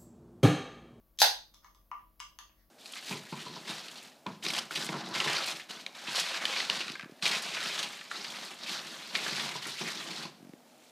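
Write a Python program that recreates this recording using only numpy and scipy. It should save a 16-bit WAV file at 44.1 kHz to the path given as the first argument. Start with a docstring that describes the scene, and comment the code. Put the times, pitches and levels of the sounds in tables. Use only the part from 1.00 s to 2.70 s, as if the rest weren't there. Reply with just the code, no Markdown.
"""Drinks can opened close to a phone

An aluminium can, close to the phone's stereo microphone in a small living room with a faint hum.
Sharp ticks of the lid, built from snaps of noise, surround the burst; gas spits out as sputtering noise.
The scored panel bursts in with a crack and a hollow pop, a coloured snap over decaying modes.
Fingers then work the tab back: light knocks and slides stir the air and metal modes of the open can.
A decaying noise reply from the walls answers each sound."""
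import sys
import numpy as np
from scipy import signal
from scipy.fft import rfft, irfft
from scipy.io import wavfile
from scipy.ndimage import uniform_filter1d

SR = 44100
rng = np.random.default_rng(int(sys.argv[2]) if len(sys.argv) > 2 else 0)


def transcribe(signal):
    """Save signal, clipped to [-1, 1], as a 16-bit WAV file at the path in sys.argv[1]."""
    frames = np.atleast_2d(signal).T
    limited = np.clip(frames, -1, 1)
    pcm = np.round(limited * 32767).astype(np.int16)
    wavfile.write(sys.argv[1], SR, pcm)


N = 74970
T = np.arange(N) / SR
CLICK_N, RING_N = 2048, 24576  # lengths of a click and of a ring [samples]
TAIL = np.arange(RING_N) / SR
SIDES = np.array([[1], [-1]])  # left, right
CRACK_S = .2178  # moment the panel bursts in [s]


def undb(db):
    """Decibels to gain."""
    return 10 ** (np.asarray(db) / 20)


def unit(x):
    """Scale to unit energy."""
    return x / np.sqrt(np.sum(x ** 2, axis=-1, keepdims=True))


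def along(hz, points, axis=1):
    """Read a table's column on a log-frequency axis."""
    points = np.array(points, float)
    return np.interp(np.log(hz + 1), np.log(points[:, 0]), points[:, axis])


def through(x, response):
    """Pass a sound through an impulse response."""
    return signal.fftconvolve(x, response)[:len(x)]


def causal(gain):
    """Minimum-phase click with the given gain at each frequency, made by folding the cepstrum."""
    cepstrum = irfft(np.log(gain + 1e-9))
    cepstrum[len(cepstrum) // 2:] = 0
    cepstrum[1:] *= 2
    return irfft(np.exp(rfft(cepstrum)))


def colour(points):
    """Unit-energy click with the spectrum of a (frequency [Hz], relative level [dB]) table."""
    hz = np.fft.rfftfreq(CLICK_N, 1 / SR)
    return unit(causal(undb(along(hz, points))))


def fade(t60):
    """Exponential decay by 60 dB in t60 seconds."""
    return np.exp(-np.log(1000) * TAIL / max(t60, 1e-4))


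def ring(modes):
    """Struck modes, each a decaying sine; little sounds below the lowest of them."""
    x = 0
    for hz, db, t60 in modes:
        x = x + undb(db) * unit(np.sin(2 * np.pi * hz * TAIL) * fade(t60))
    highpass = signal.butter(4, 0.74 * modes[0][0], "high", fs=SR)
    return unit(signal.lfilter(*highpass, x + 1e-18))


def at(start, x):
    """Delay a sound to its moment."""
    silence = np.zeros(int(round(start * SR)))
    return np.concatenate([silence, x, np.zeros(N)])[:N]


def pair(likeness):
    """Left and right noise that are partly alike."""
    mid, side = rng.standard_normal((2, N))
    c = np.clip(likeness, -1, 1)
    return (np.sqrt(1 + c) * mid + np.sqrt(1 - c) * side * SIDES) / np.sqrt(2)


def even(x):
    """Level out the broad humps in the spectrum of a noise burst."""
    width_hz = 70
    power = uniform_filter1d(np.abs(rfft(x)) ** 2, size=int(width_hz * len(x) / SR))
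    return unit(through(x, causal(1 / np.sqrt(np.abs(power) + 1e-9))))


def snap():
    """One sudden give of the metal and the short shiver of the thin sheet after it."""
    shiver_db, shiver_t60_s = 4.5, .006
    x = undb(shiver_db) * unit(rng.standard_normal(CLICK_N) * fade(shiver_t60_s)[:CLICK_N])
    x[0] += 1
    return unit(x)


# room tone and microphone hiss: (frequency [Hz], relative level [dB])
HISS_COLOUR = [(25, -13), (46, 0.5), (70, -7), (130, -13), (300, -20), (600, -23), (1200, -27),
               (2500, -35.5), (5000, -35), (8500, -41.5), (12000, -25.5), (16000, -27.5)]
# steady hum of the place: (frequency [Hz], level before the offset between the sides [dB])
HUM_TONES = [(45.5, -71.5), (183, -86), (228, -85.5), (318, -83.5), (549, -90.5), (640, -87.5),
             (1140, -88.5)]


def room_tone():
    """Low household hum of steady sines, and faint coloured noise nearly alike on both sides."""
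    hiss_db, likeness = -69.5, 0.93
    hum = 0
    for hz, db in HUM_TONES:
        hum = hum + undb(db) * np.sqrt(2) * np.sin(2 * np.pi * (hz * T + rng.random()))
    gain = undb(along(np.fft.rfftfreq(N, 1 / SR), HISS_COLOUR))
    hiss = irfft(rfft(pair(likeness)) * gain, N)
    hum_sides = undb(np.array([[2.5], [-3.5]]))
    return undb(hiss_db) * hiss / hiss.std() + hum * hum_sides


# reverberation of the room: (band centre [Hz], t60 [s], level over the direct sound [dB])
ROOM_BANDS = [(193, .33, -11), (798, 0.28, 2), (2048, 0.29, 3.5), (4000, 0.33, 3), (6975, 0.29, 0.5),
              (14000, 0.25, 4)]
# balance at the microphone: (frequency [Hz], left minus right [dB])
EAR_BALANCE = [(500, -4.5), (1000, 0.3), (2000, -0.5), (4000, -2), (8000, 3.5), (14000, 1)]


def room():
    """Direct sound, scatter from hands and phone, then the walls' decaying reply, alike in the bass."""
    wall_gap_s = .004
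    scatter_db, scatter_t60_s = -7.5, 0.003
    likeness = [(500, 1.0), (1000, 0.17), (2000, 0.1)]  # left with right (frequency [Hz], correlation)
    hz = np.fft.rfftfreq(RING_N, 1 / SR)
    late = TAIL > wall_gap_s

    mean_t60 = np.mean([t60 for _, t60, _ in ROOM_BANDS])
    mid = rfft(even(rng.standard_normal(RING_N) * fade(mean_t60) * late))
    side = rfft(even(rng.standard_normal(RING_N) * fade(mean_t60) * late))
    c = np.clip(along(hz, likeness), -1, 1)
    walls = np.sqrt((1 + c) / 2) * mid + np.sqrt((1 - c) / 2) * side * SIDES

    response = 0
    for k, (_, t60, db) in enumerate(ROOM_BANDS):
        # crossfade to the neighbouring bands, then correct the decay to this band's own
        band = along(hz, [(row[0], j == k) for j, row in enumerate(ROOM_BANDS)])
        decay = fade(t60) / fade(mean_t60) * late * (TAIL < .5)
        response = response + undb(db) * irfft(walls * band) * decay

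    burst = rng.standard_normal(RING_N) * fade(scatter_t60_s)
    scatter = through(burst, colour([(400, -16.5), (2000, 1)]))
    response = response + undb(scatter_db) * unit(scatter) * SIDES
    response[:, 0] += 1  # direct sound
    balance_db = along(hz, EAR_BALANCE)
    return [through(ear, causal(undb(balance_db * sign / 2))) for ear, sign in zip(response, SIDES)]


# knocks of tab and fingers on the opened can:
# (time [s], hollow ring level [dB], metal ring level [dB], click level [dB], treble gain [dB])
TAB_KNOCKS = [(0.5404, -41, -48.5, -46.5, 5.5), (0.6456, -30.5, -41, -46, 2.5),
              (0.7481, -40.5, -54, -51, 10), (0.9149, -12, -36.5, -26.5, -17), (.994, -38, -50, -44, -11),
              (1.1962, -44, -38.5, -40.5, 4), (1.2016, -27, -29, -20, -1.5), (1.2023, -22, -25, -23.5, 0),
              (1.3882, -26.5, -37, -21, -1.5), (1.4951, -48, -45, -42, -17)]
# fingers sliding over tab and lid:
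# (middle [s], half length [s], hollow ring level [dB], rustle level [dB])
FINGER_SLIDES = [(0.64, 0.014, -35.5, -43.5), (0.668, 0.0058, -56, -41), (1.6, .04, -61, -45)]
# air modes of the opened can: (frequency [Hz], relative level [dB], t60 [s])
AIR_MODES = [(990, -3.5, .11), (1059, -5, .06), (1115, -6, 0.034), (1175, -3.5, 0.16), (1214, -16.5, 0.1)]
# metal modes of the opened can: (frequency [Hz], relative level [dB], t60 [s])
CAN_MODES = [(1726, 3.5, 0.053), (1934, 3.5, 0.044), (2194, 5, 0.057), (2607, -16, .05), (2916, -2, 0.087),
             (3510, -21, 0.09), (4420, -6, 0.039), (5070, 2.5, 0.032), (5390, -3.5, 0.052), (6000, -6, .05),
             (6246, 6.5, .08)]
# colour of a knock's click: (frequency [Hz], relative level [dB])
KNOCK_COLOUR = [(100, -49), (500, -25.5), (750, -17), (1000, -0.5), (1500, -5), (2800, 2), (4800, -1.5),
                (6600, -1.5), (8200, -14), (9600, -12.5), (12000, -15.5), (16000, -26)]
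# colour of a sliding finger: (frequency [Hz], relative level [dB])
SLIDE_COLOUR = [(300, -35), (1200, -14), (1900, 3), (2700, -18), (5400, -7), (8500, -24), (16000, -20)]


def handling():
    """Knocks and slides ring the air of the open can; knocks also ring its metal."""
    treble_hz = 3210  # the treble gain acts above this; soft contacts lose what lies there
    push_s = .002  # time a knock takes to stir the air inside
    push = np.sin(np.pi * np.minimum(TAIL / push_s, 1)) * np.sin(2 * np.pi * AIR_MODES[2][0] * TAIL)
    hollow = unit(through(push, ring(AIR_MODES)))
    hz = np.fft.rfftfreq(CLICK_N, 1 / SR)
    air = metal = click = rustle = 0

    for s, hollow_db, metal_db, click_db, treble_db in TAB_KNOCKS:
        treble = causal(undb(treble_db / (1 + (treble_hz / (hz + 1)) ** 16)))
        contact = at(s, through(snap(), treble))
        air = air + at(s, [undb(hollow_db)])
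        metal = metal + undb(metal_db) * contact
        click = click + undb(click_db) * contact

    for s, half, hollow_db, rustle_db in FINGER_SLIDES:
        swell = np.exp(-np.minimum(((T - s) / half) ** 2, 20))
        grains = unit(rng.laplace(size=N) * swell)
        air = air + undb(hollow_db) * grains
        rustle = rustle + undb(rustle_db) * grains

    rings = through(air, hollow) + through(metal, ring(CAN_MODES))
    return rings + through(click, colour(KNOCK_COLOUR)) + through(rustle, colour(SLIDE_COLOUR))


# colour of the escaping gas: (frequency [Hz], relative level [dB])
JET_COLOUR = [(100, -44.5), (400, -26.5), (900, -15.5), (2200, -10), (4000, 6), (6500, -2), (8500, -12.5),
              (11500, -4), (16000, -20.5)]


def gas():
    """A sputtering jet of noise grows as the slit widens and dies once the lid is open."""
    start_s, rise_db = .188, 21
    fade_s = 0.014  # time constant
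    jet_db, rough_db = -29, 6
    opening = np.clip((T - start_s) / (CRACK_S - start_s), 0, 1)
    dying = np.exp(-np.maximum(T - CRACK_S, 0) / fade_s)
    flow = (T > start_s) * undb(rise_db * (opening - 1)) * dying
    sputter = uniform_filter1d(rng.standard_normal(N), size=50)
    roughness = undb(rough_db * sputter / sputter.std())
    jet = flow * roughness * rng.standard_normal(N)
    return undb(jet_db) * through(jet, colour(JET_COLOUR))


# sharp ticks of the lid before and just after it bursts, and one faint late click:
# (time [s], level [dB])
LID_TICKS = [(.1755, -43), (.1877, -19), (0.1895, -14), (.1938, -19.5), (.2008, -22.5), (0.2014, -16),
             (0.2051, -2.5), (0.2115, -14), (0.2227, -4.5), (0.227, -5.5), (0.5447, -35)]
# colour of a tick: (frequency [Hz], relative level [dB])
LID_TICK_COLOUR = [(100, -52), (400, -35.5), (1000, -34), (1600, -15), (2500, -17.5), (3400, 2.5),
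                   (4800, -2.5), (6200, 0.5), (8500, -19.5), (11500, -10.5), (16000, -22.5)]
# colour of the crack: (frequency [Hz], relative level [dB])
BURST_COLOUR = [(50, -38), (220, -30), (400, -15.5), (700, -8.5), (1150, 0.5), (1600, 0), (2200, -7.5),
                (3500, -2), (4700, -2), (5800, 0.5), (6800, -9.5), (8500, -16), (11500, -16), (16000, -26)]
# modes of the lid under pressure: (frequency [Hz], relative level [dB], t60 [s])
TIGHT_LID_MODES = [(1593, -13.5, .2), (2484, -4.5, 0.18), (3356, -2, 0.15), (3660, 0.5, 0.28),
                   (3700, -5, .36), (3940, -4, 0.13), (4240, -2, .25), (5060, -4, .15), (5500, -8, .3),
                   (5516, -6, .25), (5670, -9, .12), (5865, 0, .12)]
# hollow ring of the gas space as the panel bursts in:
# (frequency [Hz], relative level [dB], t60 [s])
GAS_SPACE_MODES = [(698, -13, 0.012), (841, 8, 0.029), (830, -12, 0.5), (856, -13.5, .3),
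                   (969, -4.5, 0.068), (1070, -15, 0.23)]


def lid():
    """The lid ticks around its burst, which is a crack, the lid's ring and the pop of the gas space."""
    crack_db, lid_db, pop_db = 5.5, -6, 5
    tick_ring_db = -19  # lid ring stirred by the ticks
    ticks = sum(undb(db) * at(s, snap()) for s, db in LID_TICKS)
    metal = ring(TIGHT_LID_MODES)
    ticking = through(ticks, colour(LID_TICK_COLOUR)) + undb(tick_ring_db) * through(ticks, metal)
    crack = undb(crack_db) * through(snap(), colour(BURST_COLOUR))
    ringing = undb(lid_db) * metal + undb(pop_db) * ring(GAS_SPACE_MODES)
    return ticking + at(CRACK_S, crack) + at(CRACK_S, ringing)


def scene():
    """The can heard through the room at both sides, over the room tone."""
    can = lid() + gas() + handling()
    return np.array([through(can, ear) for ear in room()]) + room_tone()


def record(dry):
    """The phone rounds off the loudest peaks and cuts the top."""
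    top_hz = 15900
    rounded = .8 * np.tanh(dry / .8)
    lowpass = signal.ellip(10, .2, 80, top_hz, fs=SR, output="sos")
    return signal.sosfilt(lowpass, rounded)


dry = scene()
out = record(dry)
transcribe(out)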